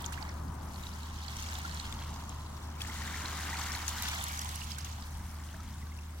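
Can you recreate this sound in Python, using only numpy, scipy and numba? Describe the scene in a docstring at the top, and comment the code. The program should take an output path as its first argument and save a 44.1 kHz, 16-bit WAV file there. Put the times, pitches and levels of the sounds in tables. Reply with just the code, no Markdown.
"""Small waves on a pebble shore

Small waves of a calm bay lap close to a hand-held pair of microphones.
Each wave is a swarm of dying, climbing sines for bubbles, with short bright ticks for bursting films.
Far engines give a steady hum (a wavering sine), a rumble and a dull roar (shaped noise that drifts).
A faint insect buzzes now and then: wing strokes as bursts of pulses that ring a high tone."""
import sys
import numpy as np
from scipy import signal
from scipy.fft import rfft, irfft
from scipy.io import wavfile
from scipy.ndimage import uniform_filter1d
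from numba import njit

SR = 44100
rng = np.random.default_rng(int(sys.argv[2]) if len(sys.argv) > 2 else 0)


def store_pcm(level_fs):
    """Save levels as 16-bit WAV."""
    pcm = np.round(np.clip(level_fs, -1, 1) * 32767).astype(np.int16)
    wavfile.write(sys.argv[1], SR, np.atleast_2d(pcm).T)


N = 273420


def amp(db):
    """Decibels to gain."""
    return 10 ** (np.asarray(db) / 20)


def evened(x):
    """Scales to rms 1."""
    return x / np.sqrt(np.mean(x ** 2) + 1e-20)


def read(points, hz):
    """Reads a spectrum on a log-frequency axis."""
    f, value = np.transpose(points)
    return np.interp(np.log(hz + 1), np.log(f + 1), value)


@njit
def ring(n, sr, s, size, hz, pan_db, cycles, lag_s, rise, onset):
    """Each bubble is a dying sine whose pitch climbs as it nears the surface; the two ports hear it apart."""
    out = np.zeros((2, n))
    for k in range(len(s)):
        decay = cycles[k] / hz[k] / 2
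        for ear in range(2):
            side = 1 - 2 * ear  # left +1, right -1
            start = s[k] + side * lag_s[k] / 2
            gain = size[k] * 10 ** (side * pan_db[k] / 40)
            first = int(start * sr) + 1
            for i in range(max(first, 0), min(first + int(5 * decay * sr), n)):
                u = (i / sr - start) / decay  # age in decay times
                turns = cycles[k] / 2 * u * (1 + rise[k] * (u - 1) / 2)
                envelope = (1 - np.exp(-u / onset)) * np.exp(-u)
                out[ear, i] += gain * envelope * np.sin(2 * np.pi * turns)
    return out


def lag(s, scatter_ms):
    """Arrival gap between the ports in seconds, from the bearing of the water line and a scatter along it."""
    # bearing of the water line: t/s, left lags/ms
    bearing = [(0, 0.21), (1.8, 0.26), (2.3, -0.21), (3.2, -0.031), (3.9, -0.057), (4.3, 0.36),
               (4.9, 0.394), (5.3, -0.075), (6.2, 0.16)]
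    return (np.interp(s, *np.transpose(bearing)) + scatter_ms) / 1000


def strength(t):
    """Levels of the four bubble sizes and the place of the wash at times t."""
    # strength of the wash: t/s, large bubbles/dB, fine bubbles/dB,
    # step to each finer size/dB, left minus right/dB
    swell = [(0.0, -55.5, -58, -0.5, -6), (0.25, -50.5, -58.5, 1.5, -1.5), (0.5, -72, -66, 5.5, 3),
             (0.8, -57, -57, 2, 2.5), (1.1, -59, -57, -1, 0), (1.48, -49, -51, -0.5, 0),
             (1.85, -53.5, -53, -0.5, 0), (2.42, -66.5, -61, 0.5, -1.5), (2.78, -58.5, -60.5, 2, 1),
             (2.81, -49.5, -54.5, 0.5, 3), (2.92, -48, -52.5, 0.5, 2), (3.06, -46.5, -50, 0, 3.5),
             (3.6, -43, -47.5, 0.5, 2.5), (3.9, -46, -48.5, 0.5, 2), (4.12, -44, -45, -1, 1),
             (4.35, -46, -49, 1.5, 1), (4.65, -54, -50.5, 0.5, -2), (4.8, -55, -58.5, 0, -3),
             (4.9, -56.5, -55.5, -0.5, -2), (5.1, -60, -59.5, 4, 1.5), (5.8, -62.5, -61.5, 3, 2),
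             (6.2, -68, -63.5, 4, 1)]
    s, *columns = np.transpose(swell)
    large_db, fine_db, finer_db, pan_db = (np.interp(t, s, v) for v in columns)
    spray_db = fine_db + finer_db - 3.5  # the finest size lies a little below the other fine ones
    return [large_db, fine_db - finer_db, fine_db, spray_db], pan_db


def slaps(t):
    """Gain of short slaps of water on the pebbles: each swells quickly and dies away."""
    # slaps: t/s, nominal rise over the wash/dB
    hits = [(0.045, 6.5), (0.065, 1), (0.125, 11.5), (0.22, 1), (0.478, 3), (0.85, 4), (2.805, 6),
            (3.53, 1), (3.66, 3.5), (3.878, 5), (4.03, 3.5), (4.08, 3.5), (4.705, 6), (4.782, 11.5),
            (4.844, 10)]
    rise_s, fall_s = 0.0037, 0.013
    gain = 1
    for s, db in hits:
        since = np.maximum(t - s, 0)
        gain = gain + 2 * (amp(db) - 1) * (1 - np.exp(-since / rise_s)) * np.exp(-since / fall_s)
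    return gain


def wash():
    """Swarms of bubbles of four sizes, a few much louder than the rest, following the strength of the wave."""
    # bubble sizes: lowest f/Hz, highest f/Hz, bubbles a second, base length of ring/cycles,
    # spread of loudness/dB, tilt from lowest to highest/dB
    sizes = [(715, 2350, 3000, 5.85, 2, 12), (2617, 4710, 4000, 9.4, 2, 3.5),
             (4930, 7740, 6000, 5.7, 3.5, 3), (7800, 20000, 13000, 11.3, 3, 1.5)]
    t, out = np.arange(N) / SR, np.zeros((2, N))
    levels_db, pan_db = strength(t)
    # small splashes, hundredths of a second long, raise all the finer bubbles together
    splash_db = 1.17 * evened(uniform_filter1d(rng.standard_normal(N // 200 + 2), size=3))
    splash = amp(np.interp(t * SR / 200, np.arange(len(splash_db)), splash_db))
    slapped = slaps(t)
    for (low_hz, high_hz, rate, cycles, spread_db, tilt_db), db in zip(sizes, levels_db):
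        when, pitch, loud, length, place, climb = rng.random((int(rate * N / SR), 6)).T
        at = when * N / SR
        across = 2 * place - 1
        fine = low_hz > 2000  # as an exponent: large bubbles ignore splashes and slaps
        size = amp(spread_db * np.minimum(-np.log(loud + 1e-9), 6) + tilt_db * pitch)
        hz = low_hz * (high_hz / low_hz) ** pitch
        bubble_pan_db = np.interp(at, t, pan_db) - 5 * across
        bubble_cycles = cycles * (0.86 + 0.99 * length)
        swarm = ring(N, SR, at, size, hz, bubble_pan_db, bubble_cycles,
                     lag(at, 0.1 * across), 0.061 * climb, 0.075)
        out += evened(swarm * splash ** fine) * slapped ** fine * amp(db)
    return out


def joined(table, per_s, low_hz, high_hz, over_db, size):
    """Columns of an event table, then lesser events at random whose level partly rides on one bubble size."""
    when, pitch, loud, place = rng.random((int(per_s * N / SR), 4)).T
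    s = when * N / SR
    levels_db, pan_db = strength(s)
    # they follow the wash only in part about a middle level, so they stand out in the lulls
    follow, middle_db = 0.79, -52
    db = follow * (levels_db[size] - middle_db) + middle_db + over_db
    db = db - 2.5 * np.log(loud + 0.094)  # a few are much louder
    hz = low_hz * (high_hz / low_hz) ** (pitch ** 1.196)  # leans to the low pitches
    lesser = [s, db, hz, pan_db + 16 * (2 * place - 1)]
    return [np.append(a, b) for a, b in zip(np.transpose(table), lesser)]


def singles(s, db, hz, pan_db, cycles, rise, onset):
    """Plays columns of single bubbles, doubled in gain as onset and decay take off some of the peak."""
    # adding 0 * s turns a single setting into a column
    return ring(N, SR, s, 2 * amp(db), hz, pan_db, cycles + 0 * s, lag(s, 0), rise + 0 * s, onset)


def spatter(s, db, pan_db, low_hz, under_db):
    """A few milliseconds of eight weaker droplets of scattered pitch around each burst."""
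    late, pitch, weak = rng.random((len(s) * 8, 3)).T
    at = np.repeat(s, 8) + 0.0049 * late - 0.0012
    droplet_db = np.repeat(db, 8) - under_db - 7.4 * weak
    hz = np.repeat(low_hz, 8) * 3.0 ** pitch
    return singles(at, droplet_db, hz, np.repeat(pan_db, 8), 3.4, 0.025, 0.22)


def plops():
    """Each small bubble rings amid the spatter of the drop that made it."""
    # the clearest small bubbles: t/s, nominal peak/dB, f/Hz, left minus right/dB
    clear = [(0.0424, -32, 3290, -15), (0.0617, -26, 6480, 15), (0.2259, -32, 4620, -16),
             (0.292, -34, 5500, -8), (0.481, -42, 4500, 0), (0.611, -45, 4460, 0), (0.7427, -39, 4300, -3),
             (0.759, -38.5, 4200, -14), (0.8355, -33.5, 3680, -8), (0.8679, -29.5, 3820, -6),
             (1.032, -37.5, 3960, -9), (1.2813, -29, 4320, -12), (1.3673, -26.5, 5900, 2),
             (1.4245, -26, 6600, 5), (1.488, -31, 4900, -3), (1.5529, -30, 3500, -5),
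             (1.712, -33.5, 4200, -10), (1.7719, -32, 4100, -8), (1.7985, -25, 4060, -8),
             (1.8525, -35, 3250, 2), (1.925, -30.5, 3460, 11), (2.0228, -35, 3250, -3),
             (2.2938, -28.5, 6900, 4), (2.408, -42, 3980, -2), (2.463, -44, 3980, -6),
             (2.568, -41, 5500, 4), (2.7024, -40, 5710, 1), (2.805, -33.5, 2530, 11),
             (2.817, -23.5, 3340, 1), (3.0754, -31, 7160, 12), (3.257, -24.5, 3950, -4),
             (3.614, -30, 5970, 15), (3.7192, -25, 5450, 8), (3.75, -24.5, 4130, -6),
             (3.8804, -20, 6360, 11), (4.0796, -31.5, 3300, 15), (4.2114, -27, 3460, -4),
             (4.3755, -27, 5860, 0.0), (4.392, -20.5, 6200, 2), (4.417, -26.5, 5250, 2),
             (4.558, -39, 5500, -1), (4.6163, -34, 2740, -12), (4.7176, -28.5, 5000, -12),
             (4.785, -33, 5570, -1), (4.8065, -34, 5100, -10), (4.8464, -28, 6410, 8),
             (5.023, -35, 4730, -10), (5.6044, -39, 5900, 4), (5.966, -41, 4500, 3),
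             (5.9878, -39.5, 2620, 2.5)]
    s, db, hz, pan_db = joined(clear, per_s=100, low_hz=2980, high_hz=7540, over_db=10, size=1)
    cycles = np.where(np.arange(len(s)) < len(clear), 9.1, 6.3)  # lesser drips ring shorter
    bubbles = singles(s, db, hz, pan_db, cycles, 0.022, 1.0)
    return bubbles + spatter(s + 0.001177, db, pan_db, 0.678 * hz, 11.0)


def snaps():
    """Each film bursts with one bright tick amid its spatter."""
    # bursting films, short and bright: crest t/s, nominal peak/dB, centre f/Hz, left minus right/dB
    films = [(0.0218, -31.5, 14500, 5), (0.1244, -34, 7840, 6), (1.5407, -35, 10200, 4),
             (1.5877, -31, 14100, 3), (1.7446, -33, 8400, -1), (1.9254, -33, 8000, -4),
             (2.1049, -40, 9200, -1), (2.82, -31, 8900, 6), (3.6393, -30, 12700, -3), (3.657, -32, 8800, 0),
             (3.7595, -31, 12900, -3), (3.8899, -22.5, 9700, -7), (3.9766, -31, 13900, -4),
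             (4.024, -21.5, 12800, -7), (4.086, -28, 11000, -9), (4.1505, -32, 13300, -8),
             (4.226, -31, 9600, -6), (4.2404, -20.5, 10700, -5), (4.2828, -31, 11200, -8),
             (4.323, -33, 11200, -12), (4.3923, -30, 10600, -10), (4.4156, -32, 10700, -13),
             (4.4467, -29, 8800, -6), (4.491, -28, 9200, 0), (4.5579, -27, 8800, -7),
             (4.643, -34.5, 8850, -10), (4.7857, -33, 8700, -13)]
    s, db, hz, pan_db = joined(films, per_s=20, low_hz=8000, high_hz=14000, over_db=7.5, size=3)
    ticks = singles(s - 1 / hz, db, hz, pan_db, 4.2, 0.02, 0.26)  # starts one cycle ahead of the crest
    return ticks + spatter(s, db, pan_db, np.full_like(s, 5000), 6.2)


def glugs():
    """Large bubbles ring longer and climb in pitch."""
    # large bubbles, heard as glugs: t/s, nominal peak/dB, f/Hz, left minus right/dB,
    # pitch climb per decay time/share
    large = [(0.122, -41.5, 1610, -16, 0.23), (.139, -38, 2650, -12, 0.14), (.175, -39.5, 1560, -18, 0.2),
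             (1.649, -29, 1370, 0, 0.032), (2.847, -35, 1740, 5, 0.31), (2.896, -33, 2030, -2, .03),
             (3.074, -35, 1780, -9, 0.13), (3.139, -33, 1600, -5, 0.23), (3.529, -28, 1940, -2, 0.0004),
             (3.59, -33.5, 1035, 0, .2), (3.935, -41, 820, -11, 0.25), (3.976, -37, 1460, 2, 0.14),
             (4.054, -35.5, 1480, -1, 0), (4.13, -31.5, 1460, 2, 0.17), (4.19, -44, 720, -19, 0.34),
             (4.329, -38, 2250, 1, 0.041), (4.446, -38, 948, -11, 0.059), (4.781, -35.5, 1500, -5, 0.053),
             (5.488, -47, 2820, 11, .04), (5.512, -49, 3350, 0, .03), (5.54, -42.5, 1460, -1, 0.21),
             (5.54, -48.5, 650, -8, 0), (5.597, -42, 1270, 0, 0.027), (5.825, -44, 2000, 3, 0),
             (5.866, -46, 1550, 2, 0), (5.919, -44, 2080, 0, 0.026)]
    s, db, hz, pan_db = joined(large, per_s=25, low_hz=799, high_hz=2294, over_db=4.5, size=0)
    climb = np.append(np.transpose(large)[-1], 0.147 * rng.random(len(s) - len(large)))
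    return singles(s, db, hz, pan_db, 13.34, climb, 0.8)


def insect():
    """Every wing stroke drags a few file teeth over a scraper and rings the wing."""
    # buzzes: start t/s, end t/s, level ahead of the band-pass/dB
    buzzes = [(.62, .68, -65), (.73, .83, -62), (.83, .93, -64.5), (.94, 1.04, -69), (5.24, 5.31, -64),
              (5.31, 5.38, -67), (5.46, 5.49, -67), (6.14, 6.2, -66)]
    stroke_hz, tooth_hz = 200, 1048
    wing_hz = 10 * tooth_hz
    t = np.arange(N) / SR
    into = (t * stroke_hz % 1) / stroke_hz  # time since the stroke began
    teeth = np.exp(-(into * tooth_hz % 1) / 0.07) * np.sin(np.pi * into * stroke_hz) ** 2
    buzz = evened(teeth * np.cos(2 * np.pi * wing_hz * into))
    band = signal.butter(2, [9000, 12800], "bandpass", fs=SR, output="sos")
    buzz = signal.sosfilt(band, buzz)
    on = sum(amp(db) * np.clip(np.minimum(t - a, b - t) / 0.0075, 0, 1) for a, b, db in buzzes)
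    return buzz * on * amp([[-1.5], [1.5]])  # a little to the right


def hum():
    """One steady engine tone that wavers a little on its way over the water."""
    hum_hz, hum_db = 76.34, -43
    t = np.arange(N) / SR
    waver = evened(sum(np.sin(2 * np.pi * (f * t + rng.random())) for f in np.geomspace(0.5, 9, 20)))
    return np.sqrt(2) * amp(hum_db + 0.5 * waver) * np.sin(2 * np.pi * hum_hz * t)


def far():
    """Random short-time spectra with soft patches; rumble, drone and roar drift on their own."""
    # far rumble, roar and the steady hiss of air and water: f/Hz, relative level per Hz/dB
    colour = [(12, -46), (20, -14), (53, -8.5), (81, -9.5), (101, -7), (123, -11), (216, -13.5),
              (459, -28.5), (558, -27.5), (1000, -20), (2390, -37.5), (6540, -47.5), (9670, -49.5),
              (14700, -65), (16000, -39)]
    # drift, of which the three levels count only as departures from their means:
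    # t/s, rumble/dB, drone/dB, roar/dB, roar left minus right/dB
    drift = [(0.0, -51, -60, -49.5, 7.5), (0.5, -48.5, -60, -50.5, 8), (1.2, -52, -65.5, -53.5, 1.5),
             (2.0, -49, -63.5, -50, 1.5), (2.75, -51.5, -62, -53.5, 7.5), (3.3, -51.5, -60, -54, -12),
             (4.2, -52.5, -65.5, -58, -21), (5.0, -52, -68, -55, 4.5), (5.8, -50.5, -68.5, -58.5, 2.5),
             (6.2, -59, -66.5, -60, 4)]
    # left-right likeness of the far sounds: f/Hz, likeness (0 to 1)
    likeness = [(60, 0.99), (150, 0.99), (270, 0.99), (450, 0.52), (700, 0.29), (950, 0.72), (1500, 0.64),
                (3000, 0.064)]
    # phase by which the left port leads: f/Hz, lead/rad
    lead = [(100, 0), (150, 0), (270, 0.62), (450, 0.9), (700, 0.94), (1000, 0)]
    frames, hz = N // 512 + 5, np.fft.rfftfreq(2048, 1 / SR)
    a, b, c, d, patches = rng.standard_normal((frames, 1025, 5)).T
    patches = uniform_filter1d(patches, size=14, axis=0)  # across frequency
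    patches = evened(uniform_filter1d(patches, size=8, axis=1))  # along time
    s, *columns = np.transpose(drift)
    frame_s = np.arange(frames) * 512 / SR
    rumble_db, drone_db, roar_db, pan_db = (np.interp(frame_s, s, v) for v in columns)
    # bands: rumble to 290 Hz, drone to 580 Hz, roar to 1800 Hz
    low, rumble = np.exp(-(hz / 580) ** 6), np.exp(-(hz / 290) ** 6)
    roar = (1 - low) * np.exp(-(hz / 1800) ** 4)
    drift_db = np.outer(rumble, rumble_db - rumble_db.mean())
    drift_db += np.outer(low - rumble, drone_db - drone_db.mean())
    drift_db += np.outer(roar, roar_db - roar_db.mean())
    same = np.clip(read(likeness, hz), -1, 1)[:, None]
    left = a + 1j * b
    right = same * left + np.sqrt(1 - same ** 2) * (c + 1j * d)
    right = right * np.exp(-1j * read(lead, hz))[:, None]
    side = amp(np.outer(roar, pan_db) / 2)  # the roar swings across as the microphones turn
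    level = amp(read(colour, hz)[:, None] + drift_db + 0.78 * patches)
    spectra = np.array([left * side, right / side]) * level
    noise = signal.istft(spectra, nperseg=2048, noverlap=1536)[1][:, :N]
    return amp(-45.5) * evened(noise)


def scene():
    """Engines, far noise, water and insect together."""
    return hum() + far() + wash() + glugs() + plops() + snaps() + insect()


def record(dry):
    """The two ports differ in colour; then a low-pass at 16 kHz limits the band."""
    # colour of the two microphone ports: f/Hz, left minus right/dB
    ports = [(300, 0), (600, 2.5), (1200, -2.4), (2500, -1), (5500, 2), (9000, 1), (14000, -3.5)]
    hz = np.fft.rfftfreq(N, 1 / SR)
    coloured = irfft(rfft(dry) * amp(np.outer([0.5, -0.5], read(ports, hz))), N)
    lowpass = signal.firwin(511, 16000, window=("kaiser", 9), fs=SR)
    return signal.oaconvolve(coloured, lowpass[None], "same")


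dry = scene()
out = record(dry)
store_pcm(out)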